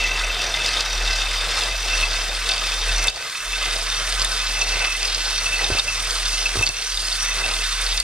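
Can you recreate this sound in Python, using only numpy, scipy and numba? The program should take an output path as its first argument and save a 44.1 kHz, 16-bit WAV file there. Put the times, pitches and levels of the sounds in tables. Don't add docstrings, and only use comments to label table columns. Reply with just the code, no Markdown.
import sys
import numpy as np
from scipy import signal
from scipy.fft import rfft, irfft, next_fast_len
from scipy.io import wavfile
from scipy.ndimage import uniform_filter1d, map_coordinates
from numba import njit

SR = 44100
rng = np.random.default_rng(int(sys.argv[2]) if len(sys.argv) > 2 else 0)


def persist_wave(psi):
    counts = np.round(np.clip(psi, -1, 1) * 32767).astype(np.int16)
    wavfile.write(sys.argv[1], SR, np.atleast_2d(counts).T)


N = 354104

# [f/Hz, basic width/Hz, basic level/dB within its group,
# group: 0 dull wall, 1 low, 2 middle, 3 high, 4 top]
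CASTING_MODES = [(467, 23, -11, 0), (694, 127, -4, 0), (1251, 40, -18, 0), (1528, 12, -16.5, 0),
                 (2045, 52, -5, 1), (2628, 39.4, 1, 1), (3180, 140, -4, 2), (3580, 100, -3.5, 2),
                 (3640, 42, 0.5, 2), (4200, 120, -7.5, 3), (4550, 30, -9, 3), (4920, 120, -5, 3),
                 (5100, 91, -10.5, 3), (6040, 110, -4.5, 4), (5820, 130, 2, 4)]


def undb(db):
    return 10 ** (np.asarray(db) / 20)


def level(x, db):
    return x * undb(db) / np.sqrt(np.mean(x ** 2))


def curves(table):
    s, *columns = np.transpose(table)
    return [np.interp(np.arange(N) / SR, s, column) for column in columns]


def at_hz(table, hz):
    f, value = np.transpose(table)
    return np.interp(np.log(np.maximum(hz, 1)), np.log(f), value)


def colour(x, table):
    size = next_fast_len(N)
    gain = undb(at_hz(table, np.fft.rfftfreq(size, 1 / SR)))
    return irfft(rfft(x, size) * gain, size)[..., :N]


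def bandpass(x, order, low_hz, high_hz):
    return signal.sosfilt(signal.butter(order, [low_hz, high_hz], "band", fs=SR, output="sos"), x)


def mode(x, hz, width_hz):
    r, w = np.exp(-np.pi * width_hz / SR), 2 * np.pi * hz / SR
    return signal.lfilter([0, np.sin(w)], [1, -2 * r * np.cos(w), r * r], x)


def drifting(x, hz, width_hz):
    spin = np.exp(2j * np.pi * np.cumsum(hz) / SR)
    ringing = signal.lfilter([1], [1, -np.exp(-np.pi * width_hz / SR)], x / spin)
    return (ringing * spin).imag


def walk(rate):
    k = int(SR / rate)
    steps = np.repeat(rng.standard_normal(N // k + 1), k)
    return 1.3 * uniform_filter1d(uniform_filter1d(steps, k), k)[:N]


def chatter(turn, per_s, scatter_db, focus, lag, ms):
    chance = per_s / SR * np.exp(focus * np.cos(turn - lag)) / np.i0(focus)
    hit = rng.random(N) < chance
    size = np.minimum(rng.exponential(size=N), 3.)
    fade = np.exp(-1000 / (ms * SR))
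    loudness = signal.lfilter([1], [1, -fade], hit * undb(scatter_db * size))
    return level(loudness * rng.standard_normal(N), 0)


def stone_hiss(turn, rattle_db, high_db, skip_db):
    # [f/Hz, relative level/dB per Hz]
    grit_colour = [(45, -15), (90, -20.5), (140, -22.5), (220, -63), (330, -24.5), (480, -19), (900, -17),
                   (1400, -13.5), (2300, -14), (3100, -15.5), (5000, -14.5), (6800, -25.5), (8700, -27.5),
                   (11000, -39), (15600, -83)]
    tray_hiss_db, bright_hiss_db = 12.5, 6
    size = next_fast_len(N)
    hz = np.fft.rfftfreq(size, 1 / SR)
    shape = undb(at_hz(grit_colour, hz))
    grains = chatter(turn, 150., 0.79, 0.72, -0.84, 2.1)
    hiss = rfft(rng.standard_normal(N), size) * shape
    grit = rfft(grains, size) * shape
    out, shared = 0, walk(35.)
    for step in np.arange(0, 9, .5):
        centre = 50 * 2 ** step
        octaves_off = np.log2(np.maximum(hz, 1) / centre)
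        band = np.cos(np.pi * np.clip(octaves_off, -.5, .5)) ** 2
        db, grainy = 1.06 * shared + 1.9 * walk(45.), .3
        if centre < 1000:
            db = db + rattle_db + tray_hiss_db - 3.5 * np.cos(2 * turn)
        if centre > 3000:
            db = db + (high_db + bright_hiss_db + skip_db) * (centre < 7000)
            grainy = .7
        out = out + undb(db) * irfft((hiss + grainy * grit) * band, size)[:N]
    return level(out, -2)


def scratches(turn):
    bursts = chatter(turn, 55, 4.0, 1.2, -.7, 0.79)
    tone = [(400, -27), (1300, -6), (3000, -1), (5500, -2), (8000, -13.5), (14000, -28)]  # f/Hz, gain/dB
    return level(colour(bursts, tone), -14.5)


def ringing_casting(turn, rattle_db, ring_db, skip_db):
    wander = (0.0081, 0.0082, 0.0095, 0.0294, 0.0088)
    patches = [chatter(turn, 160., 2.8, 0.92, -.6 * group, 0.96) for group in range(5)]
    patch_strength = [0.84, 1.13, 0.74, 1.4, 1.3]
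    out = 0
    for k, (f, width, db, group) in enumerate(CASTING_MODES):
        delay = (k % 3) * int(SR / 39.5)
        push = rng.standard_normal(N) + patch_strength[group] * np.roll(patches[group], delay)
        push = push * undb(2.2 * walk(35.) + (group > 1) * skip_db)
        ring = level(drifting(push, f * (1 + wander[group] * walk(16.)), width), 0)
        group_db = [(f < 1000) * rattle_db, *ring_db][group]
        out = out + undb(db + group_db) * ring
    return out


def grind(turn, rattle_db, ring_db):
    skip_db = 1 * walk(99)
    return (stone_hiss(turn, rattle_db, ring_db[2], skip_db) + scratches(turn)
            + ringing_casting(turn, rattle_db, ring_db, skip_db))


def clacks():
    # [t/s, ring peak/dB before the final colour, pitch/Hz, treble crack/dB compared with the ring]
    catches = [(0.038,-7.5,2653,-17), (0.111,-11.5,2640,-28), (0.539,-9,3540,-28), (0.644,-9,3600,-23),
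               (0.66,-7.5,4940,-25), (0.685,-24,4600,-20), (0.737,-18,4970,-20), (0.7683,-9.5,3570,-27),
               (0.805,-8.5,4970,-11), (0.928,-16,5500,-16), (1.008,-20,2640,-24), (1.074,-10,3720,-22),
               (1.098,-14,3800,-18), (1.0977,-16.5,2670,-24), (1.16,-17,2610,-24), (1.197,-15,3610,-24),
               (1.216,-9.5,3600,-23), (1.159,-16,4800,-10), (1.51,-15,5000,-12), (1.608,-11,3580,-18),
               (1.634,-12.5,4800,-8), (2.01,-11,3700,-11), (2.03,-5.5,2590,-26), (2.489,-7.5,4040,-10),
               (2.495,-15,2600,-24), (2.510,-9.5,4600,-20), (2.515,-11,3600,-22), (2.535,-10,4700,-14),
               (2.569,-21,2640,-13), (2.578,-11,4700,-20), (2.596,-17,5800,-20), (2.685,-17,4300,-14),
               (2.8836,-13.5,2623,-3), (2.9931,-14,2655,-6), (3.0255,-17,5730,-8), (3.040,-23,5800,12.5),
               (3.072,-23,5100,15), (3.081,-7.5,4550,-18), (3.0796,-1.5,3560,-24), (2.98,-10.5,5100,-18),
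               (3.1,-13.5,2690,-3), (3.158,-15,4480,-16), (3.7085,-18,4670,-15), (4.195,-9,4790,-16),
               (4.216,-5,4700,-18), (4.223,-15,4860,7.5), (4.247,-7.5,3660,2.5), (4.614,-8,2622,-27.5),
               (4.94,-16,2640,-24), (4.875,-11.5,2620,-22), (5.0279,-8.5,4760,-15), (5.052,-10,4960,-24),
               (5.145,-8.5,4880,-17), (5.253,-14,4200,-15), (5.457,-11.5,2620,-10), (5.642,-8,3700,-20),
               (5.724,-11.5,2620,-21), (5.768,-12,2660,-24), (5.785,-6,4480,-18), (5.7925,-5.5,3670,-20),
               (5.7957,-9,4650,-20), (5.877,-8.5,2640,-9), (5.887,-13,2600,-24), (6.106,-6,4680,-25),
               (6.2591,-10,3600,-24), (6.455,-5.5,2600,-24), (6.587,-12.5,2690,-16), (6.625,-5,2653,-5),
               (6.66,-10,4720,-20.5), (6.6646,-1,4430,-15), (6.6728,-1,3880,-15), (6.690,-7.5,4200,3),
               (6.692,-11,2690,-24), (6.736,-16.5,2650,-12), (6.972,-9.5,3760,-19.5), (7.0823,-11,5060,-24),
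               (7.115,-13,3640,-18), (7.125,-10,4560,-25), (7.451,-15.5,2620,-20), (7.5356,-12.5,3650,-18),
               (7.604,-16.5,2630,-24), (7.65,-16,3640,-26), (7.725,-11,4200,-20), (7.79,-19,3660,-24),
               (7.815,-17,3640,-20), (7.862,-12.5,4500,-14), (7.926,-17,3620,-24), (7.974,-5.5,4860,-20),
               (7.976,-10,3670,-24), (8,-5.5,4660,2)]
    scrape_cycles, low_drag = 10.2, 1.03
    squeal = 0.38
    snap_s, snap_db, snap_fade_s = .0018, 0.5, 0.00099
    off_pitch_db = -51
    t = np.arange(4096) / SR
    s, peak_db, pitch_hz, crack_db = np.transpose(catches)
    drag_s = scrape_cycles / pitch_hz * np.where(pitch_hz < 3000, low_drag, 1)
    drag = t / drag_s[:, None]
    noise = rng.standard_normal((len(s), len(t)))
    rub = noise + squeal * np.sin(2 * np.pi * pitch_hz[:, None] * t)
    scrape = rub * (1 - np.exp(-1.5 * drag)) ** 2 * np.exp(-drag)
    scrape = scrape + rub * (t > snap_s) * undb(snap_db) * np.exp(-(t - snap_s) / snap_fade_s)

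    def peak(x):
        return x / np.abs(x).max(1)[:, None]

    ring = 0
    for f, width, db, group in CASTING_MODES:
        if group:
            gain = undb(off_pitch_db * np.abs(np.log2(f / pitch_hz)) + 0.3 * db)
            ring = ring + gain[:, None] * peak(mode(scrape, f, (.85 if group == 1 else 1.8) * width))
    crack = bandpass(noise * np.exp(-t / 0.0017), 3, 6500, 14000)
    sounds = undb(peak_db)[:, None] * (peak(ring) + undb(crack_db)[:, None] * peak(crack))
    out = np.zeros(N + len(t))
    for start, one in zip(s, sounds):
        i = int(start * SR)
        out[i:i + len(t)] += one
    return colour(out[:N], [(600, -6), (2000, -8.0), (9000, 5.5), (15000, -21)])


def knocks():
    # [t/s, relative thud level/dB, thud f/Hz, relative tray level/dB]
    blows = [(5.702, -26, 101, -14.5), (5.715, -12.5, 89, -28), (5.733, -28, 110, -32),
             (5.75, -30, 120, -21), (6.556, -32, 98, -19), (6.569, -16.5, 90.5, -19.5),
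             (6.591, -13.5, 98, -26), (6.61, -26, 100, -22.5), (6.632, -28, 110, -36),
             (6.691, -24, 120, -20)]
    out = np.zeros(N)
    t = np.arange(SR // 5) / SR
    rough = bandpass(rng.standard_normal((len(blows), len(t))), 2, 300, 1900)
    for (s, thud_db, hz, tray_db), noise in zip(blows, rough):
        thud = np.sin(2 * np.pi * hz * t) * t / 0.011 * np.exp(1 - t / 0.0059)
        tray = np.sin(2 * np.pi * 395 * t) * np.exp(-t / 0.0037)
        tray = tray + 0.2 * np.sin(2 * np.pi * 290 * t) * np.exp(-t / 0.0091)
        rattle = 1.5 * noise * np.exp(-t / 0.0094)
        i = int(s * SR)
        out[i:i + len(t)] -= undb(thud_db) * thud + undb(tray_db) * (tray + rattle)
    return out


def stroke():
    # [t/s, basic shake level/dB]
    hand_turns = [(0.07, -26), (0.7, -32), (1.14, -25), (1.58, -31.5), (2.0, -24), (2.53, -33.5),
                  (2.99, -23), (3.33, -39), (3.68, -29.5), (4.2, -30), (4.7, -27.5), (5.15, -29.5),
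                  (5.66, -28.5), (6.12, -30.5), (6.58, -28.5), (7.0, -32.5), (7.45, -29.5), (7.95, -29.5)]
    midway_db = -1
    half_strokes = np.interp(np.arange(N) / SR, np.transpose(hand_turns)[0], np.arange(len(hand_turns)))
    return curves(hand_turns)[0] + midway_db * np.sin(np.pi * half_strokes) ** 2


def bench_shake(turn, dip_db, drop_db):
    shake_db = stroke() + drop_db + 1.3 * dip_db + 1.9 * walk(9.0)
    swing = np.cos(turn) + 0.048 * np.cos(2 * turn + walk(7.9)) + 0.026 * np.cos(3 * turn + walk(21.0))
    return np.sqrt(2) * undb(shake_db) * swing


def drill(turn, grind_db, flicker):
    # [t/s, level/dB]
    drill_level = [(0, -43), (1.6, -39), (3, -36), (5, -33.5), (6.5, -31.5), (8.03, -33)]
    # [f/Hz, relative level/dB per Hz]
    gear_colour = [(300, -42), (1500, -13), (3500, -7), (6000, 10.5), (7500, 0.5), (8500, 13), (10000, 4),
                   (12000, -9), (15700, -19)]
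    direct, *diffuse = rng.standard_normal((3, N))
    air = level(colour(1.3 * direct + np.array(diffuse), gear_colour), 0)
    wavering_db = .7 * walk(22.0) + 1.0 * walk(50.)
    load_db = .6 * (grind_db + 22.0) + 0.92 * np.cos(turn + 1.9)
    return air * undb(curves(drill_level)[0] + wavering_db + load_db) * flicker * undb([[-2.5], [2.5]])


def fan(turn, dip_db, flicker):
    # [f/Hz, relative level/dB per Hz]
    air_colour = [(2000, -43), (5000, -24), (7000, 12.5), (10000, -22), (12000, 1.5), (15700, -13)]
    air, out = colour(rng.standard_normal((2, N)), air_colour), 0
    for low_hz, high_hz in [(1000, 7000), (7000, 9000), (9000, 11500), (11500, 16500)]:
        band_filter = signal.butter(2, [low_hz, high_hz], "band", fs=SR, output="sos")
        band = signal.sosfiltfilt(band_filter, air)
        out = out + band * undb(0.26 * walk(40.) + 1.6 * walk(110.))
    throb_db = 0.74 * dip_db + 0.37 * np.cos(turn + .8)
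    return level(out, -43) * undb(throb_db) * flicker * undb([[-1.6], [1.6]])


def hum():
    # [t/s, f/Hz, peak level/dB]
    glide = [(5.1, 87, -78), (5.3, 88.6, -49), (5.9, 96.8, -41.5), (6.35, 103, -53), (6.6, 104, -54),
             (6.9, 104, -78)]
    hum_hz, hum_db = curves(glide)
    return undb(hum_db) * np.sin(2 * np.pi * np.cumsum(hum_hz) / SR)


def lulls():
    # [t/s, basic dip/dB, basic bass change/dB, length of the bass change/s]
    dips = [(3.098, -8.5, -27, 0.36), (5.797, -2, 3, 0.075), (6.7, -2, -10, 0.22), (8.001, -5, 5, 0.11)]
    fall_s, recover_s, bass_late_s = 0.022, 0.04, 0.029
    s, dip_db, drop_db, out_s = np.transpose(dips)[:, :, None]
    since = np.arange(N) / SR - s
    dip = np.clip(since / fall_s, 0, 1) * np.exp(-np.maximum(since - fall_s, 0) / recover_s)
    drop = np.sin(np.pi * np.clip((since - bass_late_s) / out_s, 0, 1))
    return np.sum(dip_db * dip, 0), np.sum(drop_db * drop, 0)


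def spread(x, pan_db, lag_ms):
    # [f/Hz, correlation from 0 to 1]
    likeness = [(40, .9993), (80, 1), (150, 0.93), (400, 0.96), (1000, 0.98), (3000, 0.96), (7000, 0.68),
                (15000, 0.75)]
    t = np.arange(16384) / SR
    nearby = rng.standard_normal(len(t)) * np.exp(-t / .1)
    echoes = signal.fftconvolve(x, nearby / np.sqrt(np.sum(nearby ** 2)))[:N]
    unlike = colour(echoes, [(f, 10 * np.log10(max(1 - c, 1e-4) / (1 + c))) for f, c in likeness])
    late = map_coordinates(x, [np.arange(N) - lag_ms * SR / 1000], order=5)
    return np.array([(late + unlike) * undb(pan_db / 2), (x - unlike) * undb(-pan_db / 2)])


def scene():
    # [t/s, basic level/dB,
    # then compared with it: tray rattle/dB, low, middle, high and top ring/dB]
    grind_path = [(0.07, -26, -10, -2.5, -8, -6.5, -10), (0.22, -25, -12, -5.5, -12, -11.5, -16),
                  (0.38, -26, -11.5, -9.5, -7, -7.5, -13), (0.54, -24.5, -11, -8, -10, -10, -15),
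                  (0.7, -24, -12.5, -3.5, -14, -5.5, -19), (0.79, -22, -13.5, -16, -7.5, -8, -16),
                  (0.92, -26.5, -12.5, -8, -11, -9.5, -11), (1.14, -24.5, -11.5, -3.5, -11, -5, -15),
                  (1.36, -25.5, -14.5, -13.5, -8.5, -8.5, -18), (1.58, -21, -14, -9.5, -13, -7, -29),
                  (1.7, -26, -12.5, -8.5, -9.0, -8.5, -18), (1.79, -27.5, -14, -9.5, -11, -7, -12),
                  (2.0, -23, -12, -5.5, -8.5, -7, -12), (2.28, -27.5, -13, -9, -9, -6.5, -14),
                  (2.43, -24, -18, -17, -13, -8.5, -20), (2.55, -22.5, -13, -8, -9.5, -6.5, -19),
                  (2.66, -24, -16, -10.5, -10, -7.5, -24), (2.77, -26, -13.5, -12, -9.5, -8, -14),
                  (2.99, -23.5, -11, -6.5, -9.5, -6.5, -9.5), (3.07, -23, -11, -4, -9.5, -11, -15),
                  (3.12, -26, -10, -18, -6, -6, -18), (3.16, -26.5, -6, -4, -13, -9.5, -16),
                  (3.33, -29, -17, -11.5, -12, -9.5, -18), (3.5, -27, -18.5, -12.5, -10, -10, -12),
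                  (3.68, -24.5, -13.5, -5.5, -8, -5.5, -20), (3.81, -27, -15.0, -10, -11.5, -5, -15),
                  (3.94, -25, -17.5, -11, -6, -8.5, -10), (4.08, -23.5, -16, -16, -14.5, -9.5, -19),
                  (4.2, -23.5, -15, -9, -10, -5, -17), (4.32, -21.5, -14.5, -13, -13, -7.5, -22),
                  (4.45, -26, -18.5, -9, -8, -7.5, -18), (4.58, -26, -12.5, -4, -15, -4.5, -10),
                  (4.7, -24, -11, -4, -8.5, -3.5, -9.5), (4.82, -22.5, -14, -7.5, -13, -12, -18),
                  (4.93, -26.5, -17.5, -5.5, -11, -7, -10), (5.15, -25.5, -13.5, -12, -9.5, -4, -20),
                  (5.4, -25.5, -18, -9, -10, -6, -10), (5.66, -24.5, -10.5, -3.5, -12, -7.5, -13.5),
                  (5.78, -24, -8.5, -11, -13, -6, -14), (5.89, -26.5, -16, -2, -11.0, -5, -7),
                  (6.12, -26, -15, -17, -9, -6, -25), (6.35, -27, -16.5, -6.5, -14, -1, -7),
                  (6.58, -26.5, -12, -9.5, -10.5, -8, -10), (6.79, -27.5, -13, -5.5, -10, -7, -11),
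                  (6.9, -29.5, -21, -18, -18, -4, -2), (7.0, -28.5, -16, -10.5, -16, -2, -33),
                  (7.22, -25, -21.5, -12, -10, -6.5, -5), (7.33, -27, -16, -3.5, -8, -9.5, -9),
                  (7.45, -23, -12.0, -9.5, -16, -8.5, -22), (7.58, -25.5, -14, -6.5, -13, -5.5, -16),
                  (7.7, -25, -26, -13, -10, -8, -11.5), (7.82, -24, -17.5, -17, -14, -7.5, -15),
                  (7.95, -27.5, -16.5, -8.5, -8.5, -4, -18)]
    # [t/s, passages per s]
    passages = [(0, 38.97), (.35, 40.02), (.7, 41.73), (1.05, 39.44), (1.4, 38.96), (1.75, 42.39),
                (2.09, 37.51), (2.44, 40.34), (2.79, 39.84), (3.14, 39), (3.49, 39.21), (3.84, 37.95),
                (4.19, 40.67), (4.54, 39.94), (4.89, 39.3), (5.24, 38.95), (8.03, 39.05)]
    # [t/s, left minus right/dB, left lag/ms]
    hone_place = [(0, .1, 0), (1.5, .2, .012), (3, -.2, .025), (4, -.6, .04), (8.03, -1.1, .045)]
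    grind_db, rattle_db, *ring_db = curves(grind_path)
    dip_db, drop_db = lulls()
    grind_db = grind_db + dip_db
    start_passage = .22
    turn = 2 * np.pi * (np.cumsum(curves(passages)[0]) / SR + start_passage)
    stones = grind(turn, rattle_db + 0.17 * drop_db, ring_db)
    hone = undb(grind_db) * stones + clacks() + knocks()
    shake = bench_shake(turn, dip_db, drop_db) * undb([[.15], [-.15]])
    flicker = undb(1.4 * walk(90.))
    machine = drill(turn, grind_db, flicker) + fan(turn, dip_db, flicker)
    return spread(hone, *curves(hone_place)) + shake + machine + hum()


@njit
def follow(peak, attack, release):
    out, e = np.empty(len(peak)), 0.
    for i in range(len(peak)):
        e += (peak[i] - e) * (attack if peak[i] > e else release)
        out[i] = e
    return out


def record(dry):
    # [t/s, gain/dB]
    width_gain = [(0, -66), (.22, -43), (.3, -16.5), (.9, -3.5), (2, 1.5), (3.2, 0.5), (8.03, 0.5)]
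    middle = dry.mean(0)
    dry = middle + (dry - middle) * undb(curves(width_gain)[0])
    held = follow(np.abs(dry).max(0), 1 / (0.00053 * SR), 1 / (0.12 * SR))
    cut_db = -.8 * np.maximum(20 * np.log10(held + 1e-9) + 12.53, 0)
    duck_lag_s = .018
    slow = np.exp(-1 / (duck_lag_s * SR))
    ducked = dry * undb(signal.lfilter([1 - slow], [1, -slow], cut_db))
    top_hz = 15750
    return signal.sosfilt(signal.ellip(14, .2, 90, top_hz, fs=SR, output="sos"), ducked)


dry = scene()
out = record(dry)
persist_wave(out)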